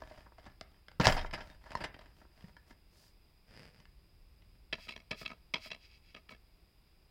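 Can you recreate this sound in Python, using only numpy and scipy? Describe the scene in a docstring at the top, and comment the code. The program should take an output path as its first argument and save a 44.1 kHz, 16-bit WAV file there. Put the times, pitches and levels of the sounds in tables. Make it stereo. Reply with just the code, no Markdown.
"""In a small room, a plastic disc case is turned in the hand over a cloth seat, close to a stereo microphone.
Its catches creak and snap apart: noise bursts and sharp pulses ring through plastic resonances, panels pop.
The cover is folded back with rubs and ticks of the sleeve, and drags over the cloth as a run of rib ticks.
Then a finger pushes the disc round its hub in short strokes: it clacks and scrapes in the tray.
Low handling rumble, quiet room noise, a thin band of hiss and microphone noise lie underneath."""
import sys
import numpy as np
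from scipy import signal
from scipy.fft import rfft, irfft
from scipy.io import wavfile

SR = 44100
rng = np.random.default_rng(int(sys.argv[2]) if len(sys.argv) > 2 else 0)


def transcribe(u):
    """Save the signal u as a 16-bit wav file named by the first command-line argument.

    u: samples, shape (n,) or (channels, n), limited to [-1, 1]; the rate is SR.
    q: integer samples, one column per channel.
    """
    v = np.clip(np.atleast_2d(u).T, -1, 1)
    q = np.round(v * 32767).astype(np.int16)
    wavfile.write(sys.argv[1], SR, q)


N = 313110

CUTOFF_HZ = 16000
RUB_PEAK_SHARE, RUB_ROUNDNESS = 0.58, 0.92  # where in its length a rub is strongest, and how it tapers

# Sleeve and fingers rubbing on the shell, levels before the mix trims.
# Each row: start in seconds, length in seconds, rub level in dB, hiss level in dB.
CASE_RUBS = [(-.05, 0.34, -57.5, -76), (0.355, 0.19, -62.5, -89), (0.623, 0.19, -70, -95),
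             (0.998, 0.18, -40, -50), (1.159, .13, -53, -69), (1.328, .25, -56, -74),
             (1.599, 0.31, -51.5, -75), (1.92, 0.22, -63, -91), (2.118, 0.14, -68, -79),
             (2.297, 0.25, -64, -77.5), (2.655, 0.088, -65.5, -73.5), (2.898, 0.23, -71, -68)]
# Broad colour of the fine hiss of sleeve and fingertip. Each row: frequency in Hz, relative level in dB.
HISS_COLOUR = [(1500, -26), (2800, -4.5), (4000, 1), (4800, 10), (6200, -3.5), (9000, -5.5), (12000, -8),
               (15500, -6.5)]


def case():
    """The plastic shell knocks, snaps open and rubs under its sleeve, with a short room tail."""
    # Broad colour of the shell. Each row: frequency in Hz, relative level in dB.
    case_colour = [(60, -3.5), (240, -6), (380, -10), (480, -9), (650, -2.5), (1100, -7.5), (1500, -9),
                   (1800, -8.5), (2250, -11.5), (3000, -11.5), (3700, -19.5), (5100, -20.5), (6500, -28.5),
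                   (10000, -34.5), (15000, -45)]
    # Resonances of the shell. Each row: frequency in Hz, width in Hz, relative level in dB.
    case_modes = [(601.8, 39, -1), (953, 66, -6.5), (1620, 70, -15), (1695, 78, -8), (2030, 46, -8.5),
                  (2570, 74, -14.5), (3190, 55, -9.5), (3480, 62, -24.5), (3720, 21, -13),
                  (4850, 300, -9.5), (5370, 34, -19.5), (5170, 31, -10), (5610, 15, -26), (5980, 17, -22.5),
                  (7170, 100, -23)]
    knocks = contacts(
        case_touches(), case_colour, case_modes,
        crack_db=-10.5, swell=0.025, vary_db=3.5, detune=0.012, alike=0.88, late_s=0.00012, window_s=0.014,
        trims_db=[-3.0, -2.0, -3.0, 0.0, -10.5], shadows=[0.42, 2.1, 0.34, 3.0, 0.05])

    rub, hiss = strokes(CASE_RUBS, RUB_PEAK_SHARE, RUB_ROUNDNESS)
    shell_slips = friction(response(case_colour, case_modes), slips_per_s=330, spread_db=1.5,
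                           smooth_db=0.0, low_hz=150, alike=0.6)
    rubbing = from_db(-4.5) * rub * shell_slips
    sleeve_slips = friction(response(HISS_COLOUR), slips_per_s=1400, spread_db=0.5,
                            smooth_db=3.0, low_hz=2000, alike=0.96)
    sleeve = from_db(0.5) * hiss * sleeve_slips

    shell = arriving(damped_notes() + rubbing * panned(10.0), left_late_s=0.00008)
    dry = knocks + catches() + shell + sleeve * panned(1.5)
    return dry + from_db(-16.0) * room(dry, t60=0.33, treble_t60=0.11) * panned(5.0)


def case_touches():
    """Knocks and sleeve ticks as contacts: a harder touch has more clack and more edge."""
    # Knocks and cracks of the shell, levels before the range trims.
    # Each row: start in seconds, level of 350-1800 Hz in dB, thump in dB relative to it,
    # hardness as treble in dB relative to it, left-right difference in dB before shading,
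    # 60 dB decay of the scuff in seconds.
    case_knocks = [(.02, -43.5, -10.5, -11.5, 4.5, 0.018), (0.053, -80, 2, 10, 12, .03),
                   (.097, -66, -3, 8, 14, 0.038), (.1125, -52, -10, -24, 2, 0.017),
                   (.175, -55, -2.5, -1, 1, .05), (0.263, -56, -8, -24, 3, 0.07),
                   (.32, -59, -18, -31, 1.5, 0.023), (.382, -53, -11, -3, 2, 0.045),
                   (0.462, -50.5, -2, -2.5, 3.5, 0.061), (.612, -49, -4, 3, 13, 0.0095),
                   (.883, -54, -20, 5, 9, 0.013), (.915, -58.5, -22, 3, 5, 0.013),
                   (0.9987, -25, 0, -4, 4, 0.03), (1.0096, -32.5, 0, 4.5, 33, .055),
                   (1.019, -50, -17, 1, 2, 0.028), (1.034, -35.5, -20, 1, -1, 0.024),
                   (1.042, -34, -20, 2, 10, .025), (1.046, -30, -1, 3.5, 38, 0.043),
                   (1.0534, -25.5, -5.5, 5.5, 7, .032), (1.069, -22, -15, -6, -1.5, .009),
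                   (1.075, -26.5, -2.5, 5, 1, .036), (1.085, -28, -3, 4, -4, 0.031),
                   (1.097, -31.5, -8, 3.5, -1.5, 0.041), (1.123, -36, -7, 7, -19, .027),
                   (1.166, -34.5, -18, -1, 1, 0.065), (1.174, -36, -20, -1, 32, 0.092),
                   (1.189, -43.5, -17, 6.5, 15, 0.054), (1.211, -53, -10, 10, 23, 0.028),
                   (1.246, -39.5, -25, -19, 0.5, 0.023), (1.26, -51.5, -20, 3, 30, 0.054),
                   (1.31, -54, -15, 7, 13, 0.015), (1.329, -46, -2.5, 3, -7, 0.021),
                   (1.335, -38, -7.5, 5, 6, 0.076), (1.377, -45, -14, -2, 1.5, 0.09),
                   (1.405, -46, -10, 0, 6, .066), (1.661, -51.5, -21, -6, 2, .065),
                   (1.717, -48, -23, 2.5, 1.5, .03), (1.752, -40.5, -2, 2, 9, 0.015),
                   (1.805, -40.5, -5, -0.5, 5, 0.11), (1.839, -39.5, -12, 6.5, 2, 0.052),
                   (1.846, -42.5, -1.5, 1.5, 0, 0.044), (1.942, -56.5, 1, 7.5, 2, 0.043),
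                   (1.964, -55, -6, -4, 5, 0.015), (1.991, -54, -8, 0, 3, 0.025),
                   (2.01, -55.5, -11, -1.5, 4, 0.047), (2.215, -58.5, -3.5, -21, 1, 0.036),
                   (2.251, -62, -1, -16, 4, .02), (2.442, -62.5, 9, 2, 18, .036),
                   (2.566, -53.5, -14, -0.5, 4.5, 0.019), (2.708, -57, 3, 1, 5, .03),
                   (3.801, -64, 4, 7, 18, 0.015), (3.854, -64.5, -3.5, 7.5, 17, 0.0077),
                   (4.42, -71, 4, 7, 17, 0.03), (4.553, -72.5, 6.5, 1.5, 11.5, 0.012)]
    edge_db = -8  # added to the hardness for the topmost ranges
    return [(s, db, thump_db, hard_db, edge_db + hard_db, pan_db, t60)
            for s, db, thump_db, hard_db, pan_db, t60 in [*case_knocks, *sleeve_ticks(count=6)]]


def sleeve_ticks(count):
    """The sleeve catches a few times through each rub, loudest towards the middle and in a stronger rub."""
    tick_db, spread_db = 0.5, 1.5  # level against the rub, and its spread
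    thump_db, hardness_db, pan_db, t60_s = -2.5, 1, 11.0, 0.014
    ticks = []
    for s, length, rub_db, _ in CASE_RUBS:
        shares = (np.arange(count) + 1 + rng.uniform(-0.5, 0.45, count)) / (count + 1)
        for share, chance in zip(shares, rng.normal(size=count)):
            middle_db = 20 * np.log10(np.sin(np.pi * share))
            level_db = rub_db + tick_db + spread_db * chance + middle_db
            ticks.append((max(s + share * length, 0), level_db, thump_db, hardness_db, pan_db, t60_s))
    return ticks


def catches():
    """A catch jumps over its ridge: one N-shaped pulse that rings briefly in the stiff rim."""
    # Catches letting go with one sharp crack.
    # Each row: time in seconds, peak in dB, pulse width in seconds, left-right difference in dB.
    catch_snaps = [(0.6113, -30, .00005, 10), (1.0699, -5.5, 0.000054, 2), (1.0767, -13.5, .00005, -1)]
    out, t = np.zeros((2, N)), np.arange(N) / SR
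    rim = response([(300, -9), (1200, -2), (2200, -9), (3200, -4), (4000, -9.5), (5000, 0),
                    (6500, -18.0), (15000, -19)], size=512)
    for s, peak_db, width_s, pan_db in catch_snaps:
        u = np.clip((t - s) / width_s, -8, 8)
        pulse = u * np.exp(-u ** 2)
        crack = through(pulse[None], rim)
        out += crack / np.max(np.abs(crack)) * from_db(peak_db) * panned(pan_db)
    return out


def damped_notes():
    """A flexing panel, or the cushion bouncing under the case, swings as one damped note."""
    # Panels that flex and ring, and the cushion bouncing under the case (the 22 Hz row). # Each row: start in
    # seconds, frequency in Hz, starting level in dB, 60 dB decay in seconds.
    pops = [(.020, 630, -48, 0.12), (.112, 650, -43, 0.02), (.612, 650, -41.5, 0.029),
            (0.9983, 172, -19, 0.058), (1.051, 115, -25.5, 0.13), (1.067, 67.8, -25, 0.15),
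            (1.0697, 950, -20, .035), (1.073, 248.6, -27.5, 0.039), (1.076, 81, -30.5, .1),
            (1.101, 22, -26.5, 0.66), (1.166, 736, -29.5, 0.052), (1.7526, 990, -25.5, 0.028),
            (2.441, 176, -41.5, 0.073)]
    out = np.zeros(N)
    for s, hz, db, t60 in pops:
        at = round(s * SR)
        t = np.arange(min(N - at, SR)) / SR
        out[at:at + len(t)] += np.sin(2 * np.pi * hz * t) * from_db(db - 60 * t / t60)
    return out * panned(1.3)


def far_port(x):
    """The right port faces away from the case and hears it with two dips."""
    # Colour of the far port. Each row: frequency in Hz, gain in dB.
    port_colour = [(1000, 2.5), (1400, 1), (1900, -4.5), (2300, -5.5), (2800, -2.5), (3200, -3.5),
                   (3900, -2), (4400, -7), (5100, -0.5), (6500, 3), (12000, -0.5)]
    return np.array([x[0], through(x[1:], response(port_colour, size=512))[0]])


def disc():
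    """The disc rocks on its hub and scrapes round in the tray under a pushing finger."""
    # Broad colour of disc and tray. Each row: frequency in Hz, relative level in dB.
    disc_colour = [(80, -20), (230, -8.5), (340, -22), (650, -1.5), (900, -19), (1550, -16), (2400, -5.5),
                   (3100, -14), (3600, -35), (5100, -10), (6100, -33), (7500, -30.5), (15000, -43)]
    # Resonances of disc and tray. Each row: frequency in Hz, width in Hz, relative level in dB.
    disc_modes = [(428, 67, -9.5), (638, 22, -1.5), (996, 136, -7.5), (1271, 88, -3), (1727, 94, -9),
                  (2243, 63, -0.5), (2610, 125, 0.5), (3290, 190, -5.5), (3990, 184, -8.5), (4350, 70, -17),
                  (4694, 100, -5.5), (5000, 220, -8.5), (5510, 100, -33), (5800, 66, -18.5),
                  (6660, 120, -23)]
    # Pushes that slide the disc round, levels before the mix trims.
    # Each row: start in seconds, length in seconds, scrape level in dB, hiss level in dB.
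    disc_pushes = [(4.76, 0.13, -52.5, -62.5), (4.87, 0.073, -52, -66), (5.15, .1, -48.5, -55),
                   (5.24, 0.069, -70, -71), (5.59, 0.11, -47.5, -57), (5.79, 0.094, -57, -78.5),
                   (5.85, 0.15, -60.5, -83), (6.01, 0.14, -62.5, -90), (6.289, 0.042, -65, -63)]
    clacks = contacts(
        disc_touches(count=3), disc_colour, disc_modes,
        crack_db=-8.0, swell=0.023, vary_db=4.5, detune=0.012, alike=0.91, late_s=-0.0000067, window_s=0.012,
        trims_db=[0.0, -1.9, -1.5, -1.8, -12.5], shadows=[0.64, 0.98, 1.39, 1.2, 0.22])

    scrape, hiss = strokes(disc_pushes, peak_share=0.65, roundness=1.26)
    # the pressing finger damps the disc while it slides, and fine slips favour the upper resonances
    damped = [(hz, width * 1.25, db + 6.0 * np.log2(hz / 2700)) for hz, width, db in disc_modes]
    slipping = friction(response(disc_colour, damped), slips_per_s=3500, spread_db=4.5,
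                        smooth_db=2.5, low_hz=1384, alike=0.56)
    scraping = from_db(-1.5) * scrape * slipping
    finger_slips = friction(response(HISS_COLOUR), slips_per_s=1900, spread_db=2.0,
                            smooth_db=8.0, low_hz=1967, alike=0.21)
    fingertip = from_db(-1.5) * hiss * finger_slips

    dry = round_the_body(clacks + scraping * panned(16.2), late_s=0.00016) + fingertip * panned(3.4)
    return dry + from_db(-22.5) * room(dry, t60=0.3, treble_t60=0.3) * panned(0.96)


def disc_touches(count):
    """Each clack as contacts: the rim grazes the tray, then come the main hit and weakening bounces."""
    # The disc tipping against hub and tray, levels before the range trims.
    # Each row: start in seconds, level of 350-1800 Hz in dB, hardness as treble in dB relative to it,
    # 60 dB decay of the scuff in seconds.
    disc_clacks = [(4.7302, -39.5, 10, 0.018), (4.783, -53.5, -13, 0.028), (4.87, -56, -18, 0.011),
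                   (4.883, -55.5, 6, .01), (4.891, -48, 12.5, 0.026), (4.923, -56, 12, 0.011),
                   (4.963, -51.5, 7, 0.0073), (5.001, -63.5, 7.5, 0.018), (5.112, -38, 6, 0.036),
                   (5.217, -44, -4, 0.013), (5.252, -58.5, 11, 0.0048), (5.261, -47.5, 13, 0.01),
                   (5.303, -49.5, 3, .015), (5.316, -47.5, -0.5, 0.012), (5.5416, -38, 11, 0.02),
                   (5.5634, -46, 3.5, 0.02), (5.659, -50.5, -12, 0.018), (5.673, -63, 13, 0.015),
                   (5.704, -57, 13, .008), (5.716, -47.5, 11, 0.018), (5.747, -55, 6, 0.013),
                   (6.148, -51.5, 6.5, 0.011), (6.164, -55.5, 5, 0.054), (6.292, -54.5, 6.5, 0.0096),
                   (6.308, -54.5, 2, 0.047), (6.321, -53, 2.5, 0.029), (6.347, -65, 5.5, .019)]
    thump_db, edge_db, pan_db = -6.5, -6.5, 11.0  # shared by all clacks
    graze_lead_s, graze_db, graze_pan_db = 0.0035, -3.0, 12.5
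    firm_clack_db = -44  # below this level the graze fades twice as fast as its clack
    bounce_s, bounce_db, bounce_dulls_db = 0.014, -7.5, -2
    touches = []
    for s, db, hard_db, t60 in disc_clacks:
        level_db = db + graze_db + min(db - firm_clack_db, 0)
        touches.append((s - graze_lead_s, level_db, thump_db, hard_db, hard_db + edge_db, graze_pan_db, t60))
        for k in range(count):
            treble_db = hard_db + k * bounce_dulls_db
            touches.append((s, db + k * bounce_db, thump_db, treble_db, treble_db + edge_db, pan_db, t60))
            s += bounce_s * (1 + 0.12 * rng.normal())
    return touches


def cloth_drag():
    """The edge of the open cover trips over one rib of the cloth after another, over a soft swish."""
    # Drags over the cloth.
    # Each row: start in seconds, length in seconds, rib tick level in dB, smooth friction level in dB.
    drags = [(3.46, 0.26, -54, -64.5), (3.69, 0.16, -65, -71)]
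    # Broad colour of cover and cloth. Each row: frequency in Hz, relative level in dB.
    drag_colour = [(60, -12.5), (130, -1.5), (360, -12.5), (500, -10), (1130, -20.5), (1700, -13),
                   (2480, -15.5), (3980, -25), (4930, -16), (6240, -34.5), (8800, -31), (15000, -44)]
    ribs_per_s, rib_spread_db = 115, 3
    ribs, swish = strokes(drags, peak_share=0.59, roundness=0.84)
    gaps = (1 + 0.2 * rng.normal(size=round(N / SR * 200)).clip(-3, 3)) / ribs_per_s
    at = (np.cumsum(gaps) * SR).astype(int)
    sizes = from_db(rib_spread_db * rng.normal(size=len(at)))
    trips = np.zeros(N)
    trips[at[at < N]] = sizes[at < N]
    body = response(drag_colour, [(4920, 260, -10.5)])
    ticks = rms_one(through(trips + 0.043 * stereo_noise(N, 0.39), body))
    smooth = rms_one(through(stereo_noise(N, 0.97), body))
    return round_the_body(ribs * ticks + swish * smooth, late_s=0.00017) * panned(12.0)


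def contacts(rows, colour, modes, crack_db, swell, vary_db, detune, alike, late_s, window_s,
             trims_db, shadows, size=4096):
    """Each contact is a sharp crack and a dying scuff of micro-slips that set the plastic ringing."""
    # Edges in Hz of the thump, body, clack, edge and air ranges, one after another.
    band_edges = [70, 350, 1800, 4000, 5700, 15000]
    out, t = np.zeros((2, N + size)), np.arange(size) / SR
    filters = [signal.butter(3, edges, "band", fs=SR, output="sos")
               for edges in zip(band_edges, band_edges[1:])]
    early = np.exp(-(t / window_s) ** 2)
    for s, level_db, thump_db, clack_db, edge_db, pan_db, scuff_t60 in rows:
        # long scuffs also take longer to build up
        shape = from_db(-60 * t / scuff_t60) * (1 - np.exp(-t / (scuff_t60 * swell)))
        force = stereo_noise(size, alike) * from_db(3.4 * rng.standard_normal(size)) * shape
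        force /= np.sqrt(np.sum(force ** 2) / 2)
        force[:, 8] -= from_db(crack_db)
        # the grip bends and damps the plastic, so the modes differ from touch to touch
        gripped = [(hz * (1 + detune * rng.normal()), width, db + vary_db * rng.normal())
                   for hz, width, db in modes]
        ringing = through(force, response(colour, gripped, size=size))
        sound = arriving(ringing, late_s + 0.00005 * rng.normal())
        at = round(s * SR)
        # spot and hardness of the touch weight its ranges; each range has its own share of the panning
        tones_db = [thump_db, 0, clack_db, edge_db, edge_db]
        for sos, tone_db, trim_db, shade in zip(filters, tones_db, trims_db, shadows):
            part = signal.sosfilt(sos, sound)
            early_energy = np.sum(part ** 2 * early, axis=1, keepdims=True)
            early_rms = np.sqrt(early_energy / (0.01 * SR))  # as if spread over 10 ms
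            gain = from_db(level_db + tone_db + trim_db) * panned(pan_db * shade)
            out[:, at:at + size] += part / early_rms * gain
    return out[:, :N]


def strokes(rows, peak_share, roundness):
    """Each stroke of the hand speeds up and slows to a stop; gives the gains of its friction and its hiss."""
    t, gains = np.arange(N) / SR, np.zeros((2, N))
    for s, length, level_db, hiss_db in rows:
        phase = np.interp(t, [s, s + length * peak_share, s + length], [0, 1, 0])
        moving = phase > 0
        speed = np.sin(phase[moving] * np.pi / 2) ** roundness
        gains[:, moving] += from_db([[level_db], [hiss_db]]) * speed
    return gains


def friction(body, slips_per_s, spread_db, smooth_db, low_hz, alike):
    """Tiny slips of uneven size over a smooth hiss, sounding through the given body; rms 1."""
    slips = (rng.random(N) < slips_per_s / SR) * rng.choice([-1, 1], N)
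    sizes = from_db(spread_db * np.minimum(rng.exponential(1, N), 4))
    rough = rms_one(slips * sizes * stereo_noise(N, alike))
    force = rough + from_db(smooth_db) * stereo_noise(N, alike)
    return rms_one(band(through(force, body), low_hz, CUTOFF_HZ))


def arriving(x, left_late_s):
    """The sound reaches the two microphone ports at slightly different times."""
    t = np.arange(x.shape[1]) / SR
    left = np.interp(t - left_late_s / 2, t, x[0], left=0)
    right = np.interp(t + left_late_s / 2, t, x[1], left=0)
    return np.array([left, right])


def round_the_body(x, late_s):
    """Lows bend round the microphone's body and reach the right port late; treble is delayed less."""
    a = (late_s * SR - 1) / (late_s * SR + 1)  # first-order all-pass
    return np.array([x[0], signal.lfilter([-a, 1], [1, -a], x[1])])


def room(x, t60, treble_t60, size=26000):
    """Dense reflections of a small furnished room; lows and treble each have their own decay."""
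    t = np.arange(size) / SR
    noise = stereo_noise(size, 0.54) * np.clip((t - 0.004) / 0.0027, 0, 1)
    lows = band(noise, 60, 2300) * from_db(-60 * t / t60)
    treble = band(noise, 3600, 11000) * from_db(-60 * t / treble_t60)
    tail = lows + treble
    return through(x, tail / np.sqrt(np.sum(tail ** 2) / 2))


def background():
    """Handling rumble, the quiet room, a thin band of hiss near 5 kHz and the microphones' own noise."""
    # Low rumble under everything, before a lift of 2.5 dB. Each row: time in seconds, level in dB.
    rumble_rest = [(0.0, -60), (0.85, -66.5), (1.22, -46), (1.5, -62.5), (3.6, -66), (4.23, -62),
                   (5.85, -65), (7.1, -69)]
    # Colours of rumble and room. Each row: frequency in Hz, relative level in dB.
    rumble_colour = [(12, -10), (25, -4.5), (40, -2.5), (60, -5), (110, -16.5), (200, -26), (400, -38),
                     (1000, -74.5)]
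    floor_colour = [(100, -5), (170, -1), (250, -12), (340, -5.5), (480, -12), (1000, -15), (1700, -19.5),
                    (2600, -14.5), (3100, -21.5), (3500, -18.5), (4200, -21.5), (5300, -20), (6000, -36.5),
                    (15000, -50)]
    # Resonance of the thin hiss. Each row: frequency in Hz, width in Hz, relative level in dB.
    thin_band = [(4920, 190, 0.0037)]
    rub, _ = strokes(CASE_RUBS, RUB_PEAK_SHARE, RUB_ROUNDNESS)
    t = np.arange(N) / SR
    rest = from_db(np.interp(t, *np.transpose(rumble_rest)) + 2.5)
    # the cushion rumbles more, 30 ms late, with every rub of the case
    press = np.hypot(rest, from_db(-2) * np.interp(t - 0.03, t, rub))
    rumble = press * rms_one(through(stereo_noise(N, 0.7), response(rumble_colour)))

    room_noise = through(stereo_noise(N, 0.68), response(floor_colour))
    floor = from_db(-71.5) * rms_one(band(room_noise, 80, CUTOFF_HZ))
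    thin_noise = through(stereo_noise(N, 0.3), response([(100, -39.5), (15000, -42.5)], thin_band))
    thin_hiss = from_db(-78) * rms_one(thin_noise)
    mic_hiss = from_db(-78.5) * rms_one(band(rng.standard_normal((2, N)), 7600, 21000))
    return rumble * panned(6.1) + floor * panned(6.5) + thin_hiss * panned(4.2) + mic_hiss


def from_db(db):
    """Decibels to gain."""
    return 10 ** (np.asarray(db) / 20)


def rms_one(x):
    """Scale to rms 1."""
    return x / np.sqrt(np.mean(x ** 2) + 1e-20)


def panned(db):
    """Left and right gains for a level difference, at constant power."""
    return rms_one(from_db([[db / 2], [-db / 2]]))


def stereo_noise(size, alike):
    """White noise that is partly shared by the two channels."""
    shared = rng.standard_normal(size)
    own = rng.standard_normal((2, size))
    return np.sqrt(alike) * shared + np.sqrt(1 - alike) * own


def band(x, low_hz, high_hz):
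    """Causal band-pass."""
    sos = signal.butter(3, [low_hz, min(high_hz, 0.45 * SR)], "band", fs=SR, output="sos")
    return signal.sosfilt(sos, x)


def response(colour, modes=(), size=8192):
    """Causal (minimum-phase) impulse response of a broad colour with resonances standing out of it."""
    hz = np.maximum(np.arange(size // 2 + 1) * SR / size, 1)
    points = np.array(colour)
    power = from_db(np.interp(np.log(hz), np.log(points[:, 0]), points[:, 1])) ** 2
    for centre, width, db in modes:
        power = power + from_db(db) ** 2 / (1 + ((hz - centre) / width) ** 2 * 2) ** 2
    # folding the cepstrum forward in time gives minimum phase
    cepstrum = irfft(np.log(power) / 2)
    cepstrum[1:size // 2] *= 2
    cepstrum[size // 2 + 1:] = 0
    return irfft(np.exp(rfft(cepstrum)))[None, :size // 2]


def through(x, impulse_response):
    """Filter a signal along time, keeping its length."""
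    return signal.fftconvolve(x, impulse_response, axes=1)[:, :x.shape[1]]


def scene():
    """Case, cloth, disc and background together."""
    return far_port(case()) + cloth_drag() + disc() + background()


def record(dry):
    """The lowest rumble and the top are cut."""
    dry = signal.sosfilt(signal.butter(2, 14, "high", fs=SR, output="sos"), dry)
    return signal.sosfilt(signal.ellip(10, 0.1, 80, CUTOFF_HZ, fs=SR, output="sos"), dry)


dry = scene()
out = record(dry)
transcribe(out)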